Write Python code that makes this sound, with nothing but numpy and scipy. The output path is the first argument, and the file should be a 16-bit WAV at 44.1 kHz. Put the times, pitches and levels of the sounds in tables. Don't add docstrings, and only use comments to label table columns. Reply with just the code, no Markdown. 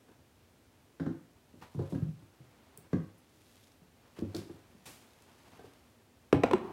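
import sys
import numpy as np
from scipy import signal
from scipy.fft import rfft, irfft, next_fast_len
from scipy.io import wavfile
from scipy.ndimage import map_coordinates

SR = 44100
rng = np.random.default_rng(int(sys.argv[2]) if len(sys.argv) > 2 else 0)


def dump_mix(stems):
    frames = np.atleast_2d(stems).T
    limited = np.clip(frames, -1, 1)
    pcm = np.round(limited * 32767).astype(np.int16)
    wavfile.write(sys.argv[1], SR, pcm)


N = 296352
T = np.arange(SR * 3 // 4) / SR

# (frequency [Hz], relative level [dB])
CLOTH_COLOUR = [(200, 3.5), (400, 0), (900, -0.5), (1600, -6), (2700, -9), (5000, -17.5), (10000, -30)]


def amp(db):
    return 10 ** (np.asarray(db) / 20)


def unit(x):
    return x / np.sqrt(np.mean(x ** 2) + 1e-20)


def along(points, hz):
    point_hz, value = np.transpose(points)
    return np.interp(np.log(hz + 1), np.log(np.abs(point_hz) + 1), value)


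def fade(t60, rise):
    decay = np.exp(-np.log(1000) * T / max(t60, 1e-3))
    swell = 1 - np.exp(-T / max(rise, 1e-5))
    return decay * swell


def filtered(x, response):
    size = next_fast_len(len(x) + SR // 10)
    hz = np.fft.rfftfreq(size, 1 / SR)
    return irfft(rfft(x, size) * response(hz), size)[:len(x)]


def noise(spectrum, size):
    white = rng.standard_normal(size)
    return unit(filtered(white, lambda hz: amp(along(spectrum, hz))))


def wobble(rate):
    knots = rng.standard_normal(int(N * rate / SR) + 4)
    return map_coordinates(knots, [np.arange(N) * rate / SR])


def scratchy(x, depth_db, rate=260):
    return unit(x * amp(depth_db * wobble(rate)[:len(x)]))


def resonance(hz, centre_hz, q):
    damping = 1j * hz * centre_hz / q
    return damping / (centre_hz ** 2 - hz ** 2 + damping)


def bending(x, lag):
    return filtered(x, lambda hz: np.exp(-4j * np.pi * lag * np.sqrt(1000 * hz)))


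def add(track, start, sound):
    part = track[max(round(start * SR), 0):][:len(sound)]
    part += sound[:len(part)]


def in_room(x, wet_db, build=0.0075):
    # (frequency [Hz], time to fall 60 dB [s])
    room_life = [(80, 0.38), (300, 0.3), (900, 0.44), (2500, 0.44), (6000, 0.33), (14000, 0.22)]
    hz, t, grains = signal.stft(rng.standard_normal(len(T)), SR, nperseg=256)
    decay = np.exp(-np.log(1000) * t / along(room_life, hz)[:, None])
    tail = signal.istft(grains * decay, SR, nperseg=256)[1][:len(T)]
    tail = tail * (1 - np.exp(-(T / build) ** 2))
    echo = signal.fftconvolve(x, tail)[:len(T)]
    return x + amp(wet_db) * np.std(x) * unit(echo)


def board(hz, t60, rise):
    return np.sin(2 * np.pi * hz * T) * fade(t60, rise)


def whole_floor(rise):
    # (frequency [Hz], level [dB], time to fall 60 dB [s])
    floor_modes = [(101.7, -3, 0.23), (162, -9, 0.31), (277.9, -3.5, 0.21), (330.3, -1.5, 0.21),
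                   (394.6, -0.5, 0.084), (531, -15, 0.25), (696, -21.5, 0.14), (970, -32, 0.13),
                   (1400, -43, 0.4)]
    ring = np.zeros(len(T))
    for hz, db, t60 in floor_modes:
        strength = amp(db + rng.normal(0, 2))
        pitch = hz * (1 + rng.normal(0, 0.014))
        ring += strength * board(pitch, t60, rise)
    return ring / np.abs(ring).max()


def paws():
    # (time [s], level [dB], board pitch [Hz], upper mode [Hz], upper mode level [dB],
    # pad slap level [dB], joint clack level [dB], board's time to fall 60 dB [s])
    landings = [(0.084, -59, 129, 267, 3, 2, -4.5, 0.13), (0.998, -27, 166, 287, -4, -12.5, -19, 0.115),
                (1.062, -23.5, 167, 258, 1, -23, -21.5, 0.094), (1.537, -43, 190, 239, 0.5, -15, -40, 0.06),
                (1.747, -24, 160, 240, -7.5, -23, -54, 0.049),
                (1.773, -20.5, 128, 260, -18, -42, -52, 0.073),
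                (1.791, -25.5, 142, 348, -2.5, -12.5, -30, 0.092),
                (1.923, -19.5, 171, 280, -11, -17.5, -49, 0.071),
                (1.948, -19.5, 139, 241, -5.5, -31, -30, 0.069),
                (2.02, -11, 144, 233, -20.5, -53, -49, 0.052), (2.084, -18, 154, 234, -24, -46, -50, 0.046),
                (2.222, -40, 109, 295, -7.5, -35, -26, 0.051),
                (2.398, -38.5, 134, 327, -17, -26, -39, 0.066),
                (2.778, -37.5, 136, 385, -10.5, -24, -32, 0.044),
                (2.93, -12, 172, 245, -5, -27, -26, 0.066), (3.815, -42, 180, 237, -12, -28, -26, 0.05),
                (4.186, -26, 195, 337, -0.5, -11.5, -22.5, 0.028),
                (4.22, -14, 233, 301, -4.5, -32.5, -55, 0.035),
                (4.344, -36, 204, 315, 4.5, -13, -17.5, 0.14), (4.496, -38, 125, 334, 1.5, -13, -26, 0.072),
                (4.746, -43.5, 194, 240, -10, -19, -40, 0.067), (5.592, -51, 150, 390, -7, 2, -3, 0.073),
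                (5.641, -38, 101, 440, 1.5, -16, -36, 0.03)]
    # (frequency [Hz], relative level [dB])
    slap_colour = [(150, -17), (350, 13.5), (600, 8.5), (1000, -2), (1500, -17), (2400, -29), (3800, -22),
                   (5000, -29), (9000, -34), (15000, -49)]
    # (frequency [Hz], relative level [dB])
    joint_colour = [(700, 1.5), (1150, 2), (1600, 5), (2000, -7), (2350, -12.5), (3800, -15.5), (7000, -25),
                    (15000, -45)]
    usual_t60 = 0.08
    out = np.zeros(N)
    for start, db, hz, upper_hz, upper_db, slap_db, joint_db, t60 in landings:
        wake = t60 / usual_t60
        floor = amp(-5.5) * wake * whole_floor(rise=0.0034)
        upper = board(upper_hz, t60, rise=0.003) + floor
        low = board(hz, t60, rise=0.0054)
        thud = bending(low + amp(upper_db) * upper, lag=0.001433)
        contact = amp(slap_db) * noise(slap_colour, len(T)) + amp(joint_db) * noise(joint_colour, len(T))
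        slap = contact * fade(0.85 * t60, rise=0.00042)
        thud_room_db = -3.5 + 2.5 * np.log2(wake)
        add(out, start, amp(db) * (in_room(thud, thud_room_db) + in_room(slap, wet_db=-1.5)))
    return out


def knocks(deep_hz=135):
    # (time [s], level [dB], pitch [Hz], its time to fall 60 dB [s], body pitch [Hz],
    # relative floor level [dB], relative clack level [dB], clack pitch [Hz], relative crack level [dB])
    blows = [(6.327, -3.5, 433, 0.017, 279, -15, -18, 630, -26.5),
             (6.435, -12.5, 492, 0.027, 264, -39, -5, 713, -16),
             (6.511, -25, 522, 0.054, 281, -36, -6.5, 1040, -12.5),
             (6.533, -15, 371, 0.069, 223, -32.5, -9, 1027, -18)]
    # (frequency [Hz], relative level [dB])
    crack_colour = [(200, -3), (600, 9), (1400, -1), (1900, -5), (2750, -6), (3300, -12.5), (5500, -22.5),
                    (7000, -26.5), (8200, -23.5), (10000, -32.5), (15000, -37)]
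    # (frequency [Hz], typical relative level [dB], time to fall 60 dB [s])
    case_modes = [(680, -1.5, 0.28), (790, 1, 0.4), (830, -4, 0.52), (1020, 0.5, 0.32), (1256, -10, 0.41),
                  (1420, 0, 0.15), (1820, -14, 0.27), (2190, -9, 0.28), (2450, -22, 0.26),
                  (2510, -10, 0.25), (3950, -19, 0.35), (8400, -23, 0.12)]
    body_db, body_growth = -10, 0.43
    out = np.zeros(N)
    for start, db, hz, t60, body_hz, floor_db, clack_db, clack_hz, crack_db in blows:
        knock = amp(3.5) * board(hz, t60, rise=0.00095)
        clack = amp(clack_db + 4.5) * board(clack_hz, t60=0.028, rise=0.000049)
        deep = amp(floor_db + 2) * board(deep_hz, t60=0.11, rise=0.0092)
        floor = amp(floor_db - 1.5) * whole_floor(rise=0.0065)
        heavy = amp(body_db + (body_growth - 1) * db) * board(body_hz, t60=0.054, rise=0.0039)
        crack = amp(crack_db + 14) * noise(crack_colour, len(T)) * fade(t60=0.023, rise=0.00047)
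        rattle = scratchy(noise(crack_colour, len(T)), depth_db=4, rate=300)
        chatter = amp(crack_db - 7.5) * rattle * fade(t60=0.27, rise=0.0056)
        ring = np.zeros(len(T))
        for mode_hz, mode_db, mode_t60 in case_modes:
            ring += amp(mode_db + rng.normal(0, 2.5)) * board(mode_hz, mode_t60, rise=0.0019)
        ring *= amp(crack_db - 11.5)
        contact = in_room(bending(knock + clack, lag=0.001466), wet_db=-13)
        body = in_room(bending(heavy + deep + floor, lag=0.0038), wet_db=-5)
        add(out, start, amp(db) * (contact + body + in_room(crack, wet_db=-10) + chatter + ring))
    return out


def slide():
    # (time [s], relative level [dB])
    skid_path = [(6.58, -52), (6.666, -41.5), (6.712, -42), (6.72, -42)]
    # (frequency [Hz], relative level [dB])
    skid_colour = [(120, -7), (230, -2), (300, -3), (400, 8), (500, -18), (700, -7.5), (880, -4.5),
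                   (1100, -8.5), (1500, -19.5), (3000, -29.5), (8000, -45)]
    times, db = np.transpose(skid_path)
    pressure = np.interp(np.arange(N) / SR, times, amp(db - 2.5), left=0)
    return pressure * scratchy(noise(skid_colour, N), depth_db=0.5, rate=62)


def ticks():
    # (time [s], relative level [dB], centre [Hz], sharpness Q, time to fall 60 dB [s], room level [dB])
    contacts = [(1.623, -47, 960, 6, 0.038, -5), (1.948, -53, 1670, 13, 0.017, -5),
                (2.775, -41.5, 12300, 1.3, 0.013, -8), (3.18, -68, 11000, 3, 0.11, -7),
                (4.189, -48, 3500, 0.65, .003, -14), (4.192, -40, 3480, 0.81, 0.0027, -12),
                (4.212, -49, 5000, 0.72, .003, -14), (4.348, -36.5, 4240, 7.4, 0.019, -8),
                (4.365, -40.5, 4700, 3.5, 0.021, -3), (5.221, -58.5, 7000, 2, 0.022, -4)]
    out = np.zeros(N)
    for start, db, centre_hz, q, t60, room_db in contacts:
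        white = rng.standard_normal(len(T))
        chip = unit(filtered(white, lambda hz: resonance(hz, centre_hz, q)))
        add(out, start, amp(db + 0.5) * in_room(chip * fade(t60, rise=0.0001), room_db))
    return out


def swishes():
    # (time [s], level [dB], relative low brush level [dB], rise [s], time to fall 60 dB [s])
    strokes = [(1.6108, -45, 14, 0.012, 0.21), (1.895, -60.5, -7, 0.005, 0.33),
               (4.16, -49.5, 13, 0.0091, 0.22), (4.348, -50, 0, 0.0062, 0.41),
               (4.8545, -47.5, -3, 0.0043, 0.54)]
    # (frequency [Hz], relative level [dB])
    hiss_colour = [(880, -32), (1500, -9), (2350, 3), (2640, 0.5), (2780, -1.5), (7670, -2), (8290, -1.5),
                   (15500, -10)]
    out = np.zeros(N)
    for start, db, brush_db, rise, t60 in strokes:
        hiss = noise(hiss_colour, len(T))
        brush = amp(brush_db + 1) * noise(CLOTH_COLOUR, len(T))
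        rub = scratchy(unit(hiss + brush), depth_db=0.1)
        add(out, start, amp(db) * rub * fade(t60, rise))
    return out


def rustle(catch_rate=130):
    # (middle [s], length [s], relative fluff level [dB], relative cloth level [dB])
    stirs = [(1.883, 0.39, -60, -61.5), (2.707, 0.68, -71, -62.5), (3.557, 0.29, -57, -78),
             (4.362, 0.48, -62, -59.5), (5.05, 0.58, -61.5, -63), (5.53, 0.51, -60.5, -58.5)]
    # (frequency [Hz], relative level [dB])
    fluff_colour = [(1200, -9.5), (2400, -5.5), (3200, -3.5), (8000, -9), (12500, -11), (15500, -24)]
    fluff_power, cloth_power = amp(-73.5) ** 2, amp(-68.5) ** 2
    for middle, length, fluff_db, cloth_db in stirs:
        swell = np.exp(-(2 * (np.arange(N) / SR - middle) / length) ** 2)
        fluff_power = fluff_power + amp(fluff_db) ** 2 * swell
        cloth_power = cloth_power + amp(cloth_db) ** 2 * swell
    catches = (rng.random(N) < catch_rate / SR) * rng.uniform(0.3, 1, N)
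    snap_envelope = signal.fftconvolve(catches, fade(t60=0.014, rise=0.000197))[:N]
    snaps = unit(snap_envelope * noise(fluff_colour, N))
    fluff = amp(-13) * noise(fluff_colour, N) + amp(-14) * snaps
    cloth = amp(-4) * scratchy(noise(CLOTH_COLOUR, N), depth_db=1.5, rate=47)
    return np.sqrt(fluff_power) * fluff + np.sqrt(cloth_power) * cloth


def room_tone():
    # (frequency [Hz], relative level [dB])
    room_colour = [(15, -62), (25, -15), (37, 2.5), (69, 0), (101, 3), (129, -4), (198, -8.5), (240, 0.5),
                   (274, -4), (762, -13.5), (1080, -18.5), (1850, -20), (7300, -26), (15500, -30)]
    return amp(-64.5) * noise(room_colour, N)


def scene():
    play = paws() + knocks() + slide() + ticks() + swishes() + rustle()
    return (play + room_tone())[None]


def record(dry, low_cut_hz=62, top_hz=15850):
    bass_cut = signal.butter(4, low_cut_hz, "high", fs=SR, output="sos")
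    thin = signal.sosfilt(bass_cut, dry)
    return np.array([filtered(channel, lambda hz: hz < top_hz) for channel in thin])


dry = scene()
out = record(dry)
dump_mix(out)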